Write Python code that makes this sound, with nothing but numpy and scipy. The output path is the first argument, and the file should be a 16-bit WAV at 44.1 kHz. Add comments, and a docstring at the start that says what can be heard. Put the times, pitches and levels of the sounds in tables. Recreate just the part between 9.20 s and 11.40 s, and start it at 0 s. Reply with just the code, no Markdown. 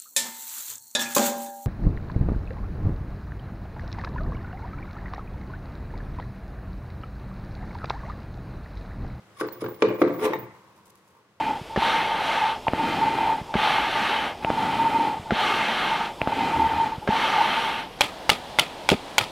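"""Chisel on a wooden block

A chisel is pushed through the corner of a wooden block in four short nudges and one longer slice.
Each nudge scrapes by friction, then splitting fibres crack and the jolted block and bench ring as damped modes.
The shaving comes free with a clack, and the hands shift their grip as friction noise on wood.
Decaying noise makes the echoes of a small workshop; high sine bursts are a lens motor pinging on the right."""
import sys
import numpy as np
from scipy import signal
from scipy.fft import rfft, irfft
from scipy.io import wavfile
from scipy.ndimage import uniform_filter1d

SR = 44100
rng = np.random.default_rng(int(sys.argv[2]) if len(sys.argv) > 2 else 0)


def log_audio(samples):
    """Write samples as a 16-bit WAV file to the path given in sys.argv[1]."""
    # one column per channel
    frames = np.atleast_2d(samples).T
    # limit to full scale, then quantise
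    limited = np.clip(frames, -1, 1)
    pcm = np.round(limited * 32767).astype(np.int16)
    wavfile.write(sys.argv[1], SR, pcm)


N = 97020
T = np.arange(N) / SR  # time, s
LOW_CUT_HZ = 188  # lowest frequency of the cracks and of the wood's ring

# jolts of the blade: [t/s, thud level/dB, crack level/dB, upper band edge of crack f/Hz, split pitch f/Hz]
JOLT_EVENTS = [(0.2098, -20, -22.5, 2000, 1280), (.249, -30.5, -39.5, 1500, 1200),
               (0.285, -62, -33.5, 5230, 4200), (0.4203, -22.5, -53, 1310, 1070),
               (0.441, -31.5, -29.5, 3200, 1580), (.462, -50, -29.5, 3500, 1080),
               (0.6212, -9, -13, 4800, 2377), (0.65, -29, -39, 4400, 3700), (.709, -23.5, -38, 2500, 1470),
               (.8145, -9, -22.5, 1500, 1140), (0.8176, -15, -15.5, 3600, 2050),
               (.873, -27, -39, 4000, 3600), (.9945, -28, -32.5, 2430, 2130), (1.051, -25, -26, 6050, 2300),
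               (1.103, -24, -53, 2500, 1600), (1.133, -47, -23, 4600, 1836)]
# spectrum of tearing fibres: [f/Hz, gain/dB]
TEAR_SPECTRUM = [(100, -35), (400, -0.5), (700, 4), (950, 13), (1400, -1), (2200, 4), (2900, -31.5),
                 (4000, -14), (6000, -25.5), (15000, -48)]


def amp(db):
    """Level in decibels to amplitude ratio."""
    return 10 ** (np.asarray(db) / 20)


def unit(x):
    """Normalises the mean power: rms 1."""
    return x / np.sqrt(np.mean(x ** 2) + 1e-20)


def read(points, hz):
    """Interpolates a spectrum linearly along a logarithmic frequency axis."""
    f, value = np.transpose(points)
    return np.interp(np.log(hz + 1), np.log(f + 1), value)


def colour(x, db_at):
    """Minimum-phase filter: the Hilbert transform of the log gain (dB at each f) gives a causal phase."""
    log_gain = np.log(amp(db_at(abs(np.fft.fftfreq(8192, 1 / SR)))))
    response = np.exp(np.conj(signal.hilbert(log_gain)))
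    taps = np.fft.ifft(response).real[:4096]
    return signal.oaconvolve(x, taps[None], axes=1)[:, :x.shape[1]]


def spread(pair):
    """Interchannel coherence: two unrelated signals are mixed to be alike in the bass, as at close microphones."""
    # left-right coherence: [f/Hz, likeness from 0 to 1]
    likeness = [(25, .5), (65, 0.93), (600, 0.9), (1400, 0.71), (3000, 0), (7000, 0), (15000, 0.32)]
    a, b = rfft(pair)
    hz = np.fft.rfftfreq(pair.shape[1], 1 / SR)
    turn = np.arccos(np.clip(read(likeness, hz), -1, 1)) / 2
    common, opposed = a * np.cos(turn), b * np.sin(turn)
    return irfft([common + opposed, common - opposed], pair.shape[1])


def noise(spectrum):
    """Stationary Gaussian stereo noise, shaped in the frequency domain to a given spectrum."""
    return unit(colour(spread(rng.standard_normal((2, N))), lambda f: read(spectrum, f)))


def fibres():
    """Friction as shot noise: dense random impulses of uneven size, one for each tiny snap."""
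    rate_per_s, spread_db = 7000, 3.5
    size = amp(spread_db * np.minimum(rng.exponential(1, N), 4))
    size = size * (rng.random(N) < rate_per_s / SR)
    return spread(size * rng.standard_normal((2, N)))


def swells(rows):
    """Exponential growth to each peak and exponential decay after it."""
    return sum(amp(db) * np.exp(-np.maximum((s - T) / rise, (T - s) / fall)) for s, rise, fall, db in rows)


def add(mix, s, sound):
    """Superposition: adds a sound to the mix from time s on."""
    part = mix[..., round(s * SR):][..., :sound.shape[-1]]
    part += sound[..., :part.shape[-1]]


def catching():
    """Stick-slip: random gain of a surface that catches and slips."""
    rough_db, smooth_s = 3, .004
    wander = uniform_filter1d(rng.standard_normal(N), max(round(smooth_s * SR), 1))
    return unit(amp(rough_db * unit(wander)))


def room_air():
    """Background room noise: stationary noise under a slowly changing level."""
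    # spectrum: [f/Hz, gain/dB]
    air_spectrum = [(15, -18), (25, -61), (87, 1.5), (180, 2), (206, 7.5), (236, -7.5), (309, 0),
                    (476, -2.5), (516, -2), (695, -6.5), (1160, -4), (2350, -11.5), (9320, -24.5),
                    (16000, -33)]
    # level of the noise: [t/s, level/dB]
    air_level = [(0, -51), (1.3, -50.5), (1.65, -54.5), (2.0, -57), (2.2, -57.5)]
    return noise(air_spectrum) * amp(np.interp(T, *np.transpose(air_level)))


def workshop(x, first_s=0.0085):
    """Reverberation: convolution with clumped decaying noise, the top treble dying fastest."""
    # reverberation time: [f/Hz, t60/s]
    room_t60 = [(100, 0.58), (350, 0.43), (1000, 0.57), (2500, .6), (5000, 0.3), (8000, 0.18), (15000, .12)]
    # echo strength: [f/Hz, level/dB]
    room_level = [(100, -3.5), (350, 1), (1000, -4), (2500, -5), (5000, -4.5), (8000, -12), (15000, -18)]
    lump_db, lump_s = 3.5, .011
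    hz, t, z = signal.stft(spread(rng.standard_normal((2, SR))), SR, nperseg=256)
    # clumps: random level smoothed over frequency, then over time
    lumps = uniform_filter1d(rng.standard_normal(z.shape[1:]), size=6, axis=0)
    lumps = unit(uniform_filter1d(lumps, max(round(lump_s / t[1]), 1), axis=1))
    fade = amp(lump_db * lumps - 60 * t / read(room_t60, hz)[:, None])
    power = SR * np.mean(fade ** 2, 1, keepdims=True)
    fade *= amp(read(room_level, hz))[:, None] / np.sqrt(power)
    tail = signal.istft(z * fade, SR, nperseg=256)[1][:, :SR]
    # silent until first_s, full from twice that time
    tail = tail * np.clip(T[:SR] / first_s - 1, 0, 1)
    return signal.fftconvolve(x, tail, axes=1)[:, :N]


def lens_motor():
    """Tone bursts: very high sine pairs with a little noise, close to the right microphone."""
    # pings: [t/s, length/s, level/dB]
    pings = [(0.268, 0.014, -43), (0.322, 0.0084, -32), (0.352, 0.033, -47.5), (0.437, 0.013, -44),
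             (0.482, 0.023, -40.5), (0.517, 0.05, -46.5), (0.683, 0.014, -46), (0.737, 0.027, -49),
             (0.776, 0.04, -48), (0.876, 0.014, -50), (0.927, 0.04, -44.5), (0.976, 0.026, -44.5),
             (1.03, .055, -50), (1.133, 0.015, -41.5), (1.185, 0.021, -39), (1.217, 0.028, -47)]
    # sine partials: [f/Hz, level/dB]
    partials = [(15010, 18.5), (15290, -19)]
    # spectrum of the fizz: [f/Hz, gain/dB]
    fizz_spectrum = [(9000, -68), (14000, -28), (14900, -8.5), (15400, -4), (15750, -1.5), (16000, -8.5)]
    rise_s, fall_s, left_db, fizz_db = .004, .011, -26, -3
    out, t = np.zeros(N), T[:SR // 5]
    fizz = amp(fizz_db) * noise(fizz_spectrum)[0]
    for s, length, db in pings:
        tone = unit(sum(amp(line_db) * np.sin(2 * np.pi * (hz * t + rng.random())) for hz, line_db in partials))
        shape = np.minimum(t / rise_s, 1) * np.exp(-np.maximum(t - length, 0) / fall_s)
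        add(out, s, amp(db) * shape * (tone + fizz[round(s * SR):][:len(t)]))
    return out * amp([[left_db], [0]])


def hands():
    """Friction and sway: the bench rumbles under the push, the palm rubs it, fingertips brush the block."""
    # bench sways, palm rubs, finger brushes: [peak t/s, rise/s, fall/s, level/dB]
    sway_events = [(.255, 0.031, 0.025, -46), (.455, 0.039, 0.032, -38.5), (.68, 0.021, 0.13, -44),
                   (.93, 0.058, 0.031, -42), (1.06, 0.025, 0.028, -37.5), (1.172, 0.015, 0.016, -35),
                   (1.24, .02, 0.0099, -39.5)]
    rub_events = [(1.35, 0.028, 0.085, -51), (1.51, 0.032, 0.039, -57.5), (1.585, 0.032, 0.041, -58),
                  (1.68, .02, 0.18, -58.5), (1.98, 0.045, 0.027, -54.5)]
    brush_events = [(1.503, 0.0012, 0.0023, -63), (1.565, .015, 0.032, -60.5), (1.659, 0.0029, 0.015, -50),
                    (1.701, 0.0053, 0.0046, -46), (1.756, 0.0017, 0.0038, -51.5), (1.78, .02, 0.025, -65),
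                    (1.89, 0.056, 0.051, -62.5)]
    # spectra of bench, palm and fingertips: [f/Hz, gain/dB]
    bench_spectrum = [(25, -24), (70, -44), (115, 7.5), (165, 10), (230, -11.5), (500, -56), (2000, -84)]
    palm_spectrum = [(60, -22), (200, -21), (500, 4), (680, -13), (920, 6.5), (1130, 5), (1400, -32),
                     (2300, -16), (6000, -24.5)]
    skin_spectrum = [(200, 13), (1500, 8), (4000, 8), (7200, 11.5), (10500, 12), (14000, 6), (16000, 0)]
    rubbing = noise(palm_spectrum) * swells(rub_events)
    brushing = unit(colour(fibres(), lambda f: read(skin_spectrum, f))) * swells(brush_events)
    rumble = noise(bench_spectrum) * swells(sway_events)
    return rumble + catching() * (rubbing + brushing)


def wood_ring():
    """Modal decay: one push on block and bench sums damped sines whose levels scatter from push to push."""
    # modes of block and bench: [f/Hz, level/dB, t60/s]
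    modes = [(121.5, -23, 0.22), (155, -23.5, 0.36), (198.9, -24.5, 0.66), (293.3, -15.5, 0.13),
             (325.3, -3.5, 0.098), (347.1, -9, 0.12), (429.2, -5, 0.12), (456, -7, 0.12), (513, -3, 0.11),
             (566.6, -15, 0.08), (658.4, -23, 0.13), (920, -22, 0.1), (1161.4, -8.5, 0.046),
             (1415, -15, 0.028), (2213, -15, 0.022)]
    scatter_db, rise_s = 3, 0.0016
    t = T[:SR // 2]
    ring = 0
    for hz, db, t60 in modes:
        level_db = db + scatter_db * rng.standard_normal()
        ring = ring + amp(level_db - 60 * t / t60) * np.sin(2 * np.pi * hz * t)
    high_pass = signal.butter(2, LOW_CUT_HZ, "high", fs=SR, output="sos")
    return signal.sosfilt(high_pass, (1 - np.exp(-t / rise_s)) * ring)


def breakout():
    """Modal decay: the blade comes free and clacks against the wood as damped sines of random phase."""
    # modes of the clack: [f/Hz, level/dB, t60/s]
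    clack_modes = [(886, 4, 0.068), (990, -3, 0.11), (1822, -7.5, 0.058), (2054, 4.5, 0.037),
                   (2250, -16, 0.14), (3700, -12, 0.065)]
    clack_s, clack_db, rise_s = 1.133, -24, 0.0013
    out, t = np.zeros((2, N)), T[:SR // 3]
    ring = 0
    for hz, db, t60 in clack_modes:
        phase = np.pi * rng.random((2, 1))  # one for each channel
        ring = ring + amp(db - 60 * t / t60) * np.sin(2 * np.pi * hz * t + phase)
    add(out, clack_s, amp(clack_db) * (1 - np.exp(-t / rise_s)) * ring)
    return out


def after_snaps():
    """Stress relaxation: sparse fibre snaps die away after each jolt, and each also nudges the block."""
    rate_per_s, fall_s, tick_db, knock_db = 130, 0.07, -20, -14.5
    stress = sum(amp(crack_db) * (T > s) * np.exp(-abs(T - s) / fall_s) for s, _, crack_db, _, _ in JOLT_EVENTS)
    snaps = spread(rng.standard_normal((2, N)) * (rng.random(N) < rate_per_s / SR))
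    ticks = unit(colour(snaps, lambda f: read(TEAR_SPECTRUM, f)))
    knocks = unit(signal.oaconvolve(snaps.mean(0), wood_ring())[:N])
    return stress * (amp(tick_db) * ticks + amp(knock_db) * knocks)


def slides():
    """Resonance driven by friction: sliding before the jolts excites the narrow modes of the blade."""
    # slides: [peak t/s, rise/s, fall/s, level/dB]
    slide_events = [(.206, .016, 0.011, -32), (.333, 0.0043, 0.023, -45), (.414, 0.0058, 0.0055, -32),
                    (.546, 0.0079, 0.0079, -46.5), (.606, 0.011, 0.023, -46.5),
                    (.808, 0.0061, 0.014, -38.5), (.943, .01, 0.01, -50), (1.003, 0.0093, 0.038, -42)]
    # blade resonances: [f/Hz, bandwidth/Hz, level/dB]
    resonances = [(1113, 43, 12), (2200, 200, -2), (3400, 700, -8.5), (5130, 230, -6.5), (6700, 170, -11.5),
                  (9160, 170, -6.5), (10230, 170, -5.5), (14200, 1200, -25)]
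    hiss_db = -25  # floor between the resonances

    def blade_db(f):
        """Sum of Lorentzian resonance curves in power."""
        peaks = sum(amp(db) ** 2 / (1 + (2 * (f - hz) / width) ** 2) for hz, width, db in resonances)
        return 10 * np.log10(amp(hiss_db) ** 2 + peaks)
    return unit(colour(fibres(), blade_db)) * swells(slide_events)


def last_slice():
    """Continuous fracture: random snaps drive the block's modes and tear, while the cutting edge hisses."""
    # course of the slice: [t/s, push on block level/dB, tearing level/dB, edge hiss level/dB]
    slice_course = [(.99, -75, -69, -69), (1.024, -26, -34, -40.5), (1.056, -23.5, -28.5, -30),
                    (1.073, -21.5, -34, -45.5), (1.098, -62, -43, -55), (1.148, -57, -46, -54),
                    (1.20, -55, -42.5, -70), (1.226, -59, -52, -86), (1.255, -81, -78, -88)]
    # spectrum of the edge hiss: [f/Hz, gain/dB]
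    edge_spectrum = [(500, 10.5), (2500, 15.5), (4000, 8.5), (4700, -6), (5500, 5.5), (7500, -1), (9500, 6),
                     (11500, -3.5), (13700, 4.5), (16000, -10.5)]
    edge_left_db = -1  # the right channel gets the opposite
    s, *levels = np.transpose(slice_course)
    push, tearing, hiss = (amp(np.interp(T, s, db, left=-120, right=-120)) for db in levels)
    snaps = fibres()
    shudder = unit(signal.oaconvolve(snaps.mean(0), wood_ring())[:N])
    torn = unit(colour(snaps, lambda f: read(TEAR_SPECTRUM, f)))
    edge = unit(colour(fibres(), lambda f: read(edge_spectrum, f)))
    edge = edge * amp([[edge_left_db], [-edge_left_db]])
    return push * shudder + catching() * tearing * torn + hiss * edge


def jolts():
    """Brittle fracture and impact: fibres split with a short pitched crack, and the blade thuds into the block."""
    # spectrum of the crack: [f/Hz, gain/dB]
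    crack_spectrum = [(60, -21), (200, -5), (450, -1.5), (720, -7.5), (1100, 4.5), (1700, 0.5),
                      (2300, -12.5), (3000, -9.5), (6000, -15.5), (15000, -34)]
    rise_s, fall_s, thud_lag_s = 0.0011, 0.0049, 0.001304
    split_width_hz, split_db = 93, -5.5
    out, grain, t = np.zeros((2, N)), noise(crack_spectrum), T[:SR // 10]
    burst = np.minimum(t / rise_s, 1) * np.exp(-t / fall_s)
    burst_rms = np.sqrt(np.mean(burst ** 2))
    for s, thud_db, crack_db, bright_hz, split_hz in JOLT_EVENTS:
        snap = grain[:, round(s * SR):][:, :len(t)] * burst
        band = signal.butter(2, [LOW_CUT_HZ, min(bright_hz, SR / 3)], "band", fs=SR)
        crack = signal.lfilter(*band, snap)
        split = signal.lfilter(*signal.iirpeak(split_hz, split_hz / split_width_hz, fs=SR), snap)
        both = unit(unit(crack) + amp(split_db) * unit(split))
        add(out, s, amp(crack_db) * both * burst_rms)
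        add(out, s + thud_lag_s, amp(thud_db) * wood_ring())
    return out


def scene():
    """Superposition of work, echoes and air, with a small level and arrival-time difference between channels."""
    tilt_db, left_lag_s = 0.28, .00007  # left raised and right lowered by the tilt
    work = jolts() + after_snaps() + slides() + last_slice() + breakout() + hands()
    left, right = (work + workshop(work) + room_air()) * amp([[tilt_db], [-tilt_db]])
    left = np.pad(left, (round(left_lag_s * SR), 0))[:N]
    return np.array([left, right]) + lens_motor()


def record(dry):
    """Downward expansion: a mild noise suppressor turns quiet passages down; then a steep low-pass."""
    quiet_db, knee_db, duck_db = -29.5, 7, 5  # threshold, range below it to full depth, depth
    detect_s, cut_hz = 0.016, 16000
    power = uniform_filter1d((dry ** 2).mean(0), max(round(detect_s * SR), 1))
    level_db = 10 * np.log10(abs(power) + 1e-12)
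    ducked = dry * amp(-duck_db * np.clip((quiet_db - level_db) / knee_db, 0, 1))
    low_pass = signal.firwin(511, cut_hz, window=("kaiser", 9), fs=SR)
    return signal.oaconvolve(ducked, low_pass[None], "same")


dry = scene()
out = record(dry)
log_audio(out)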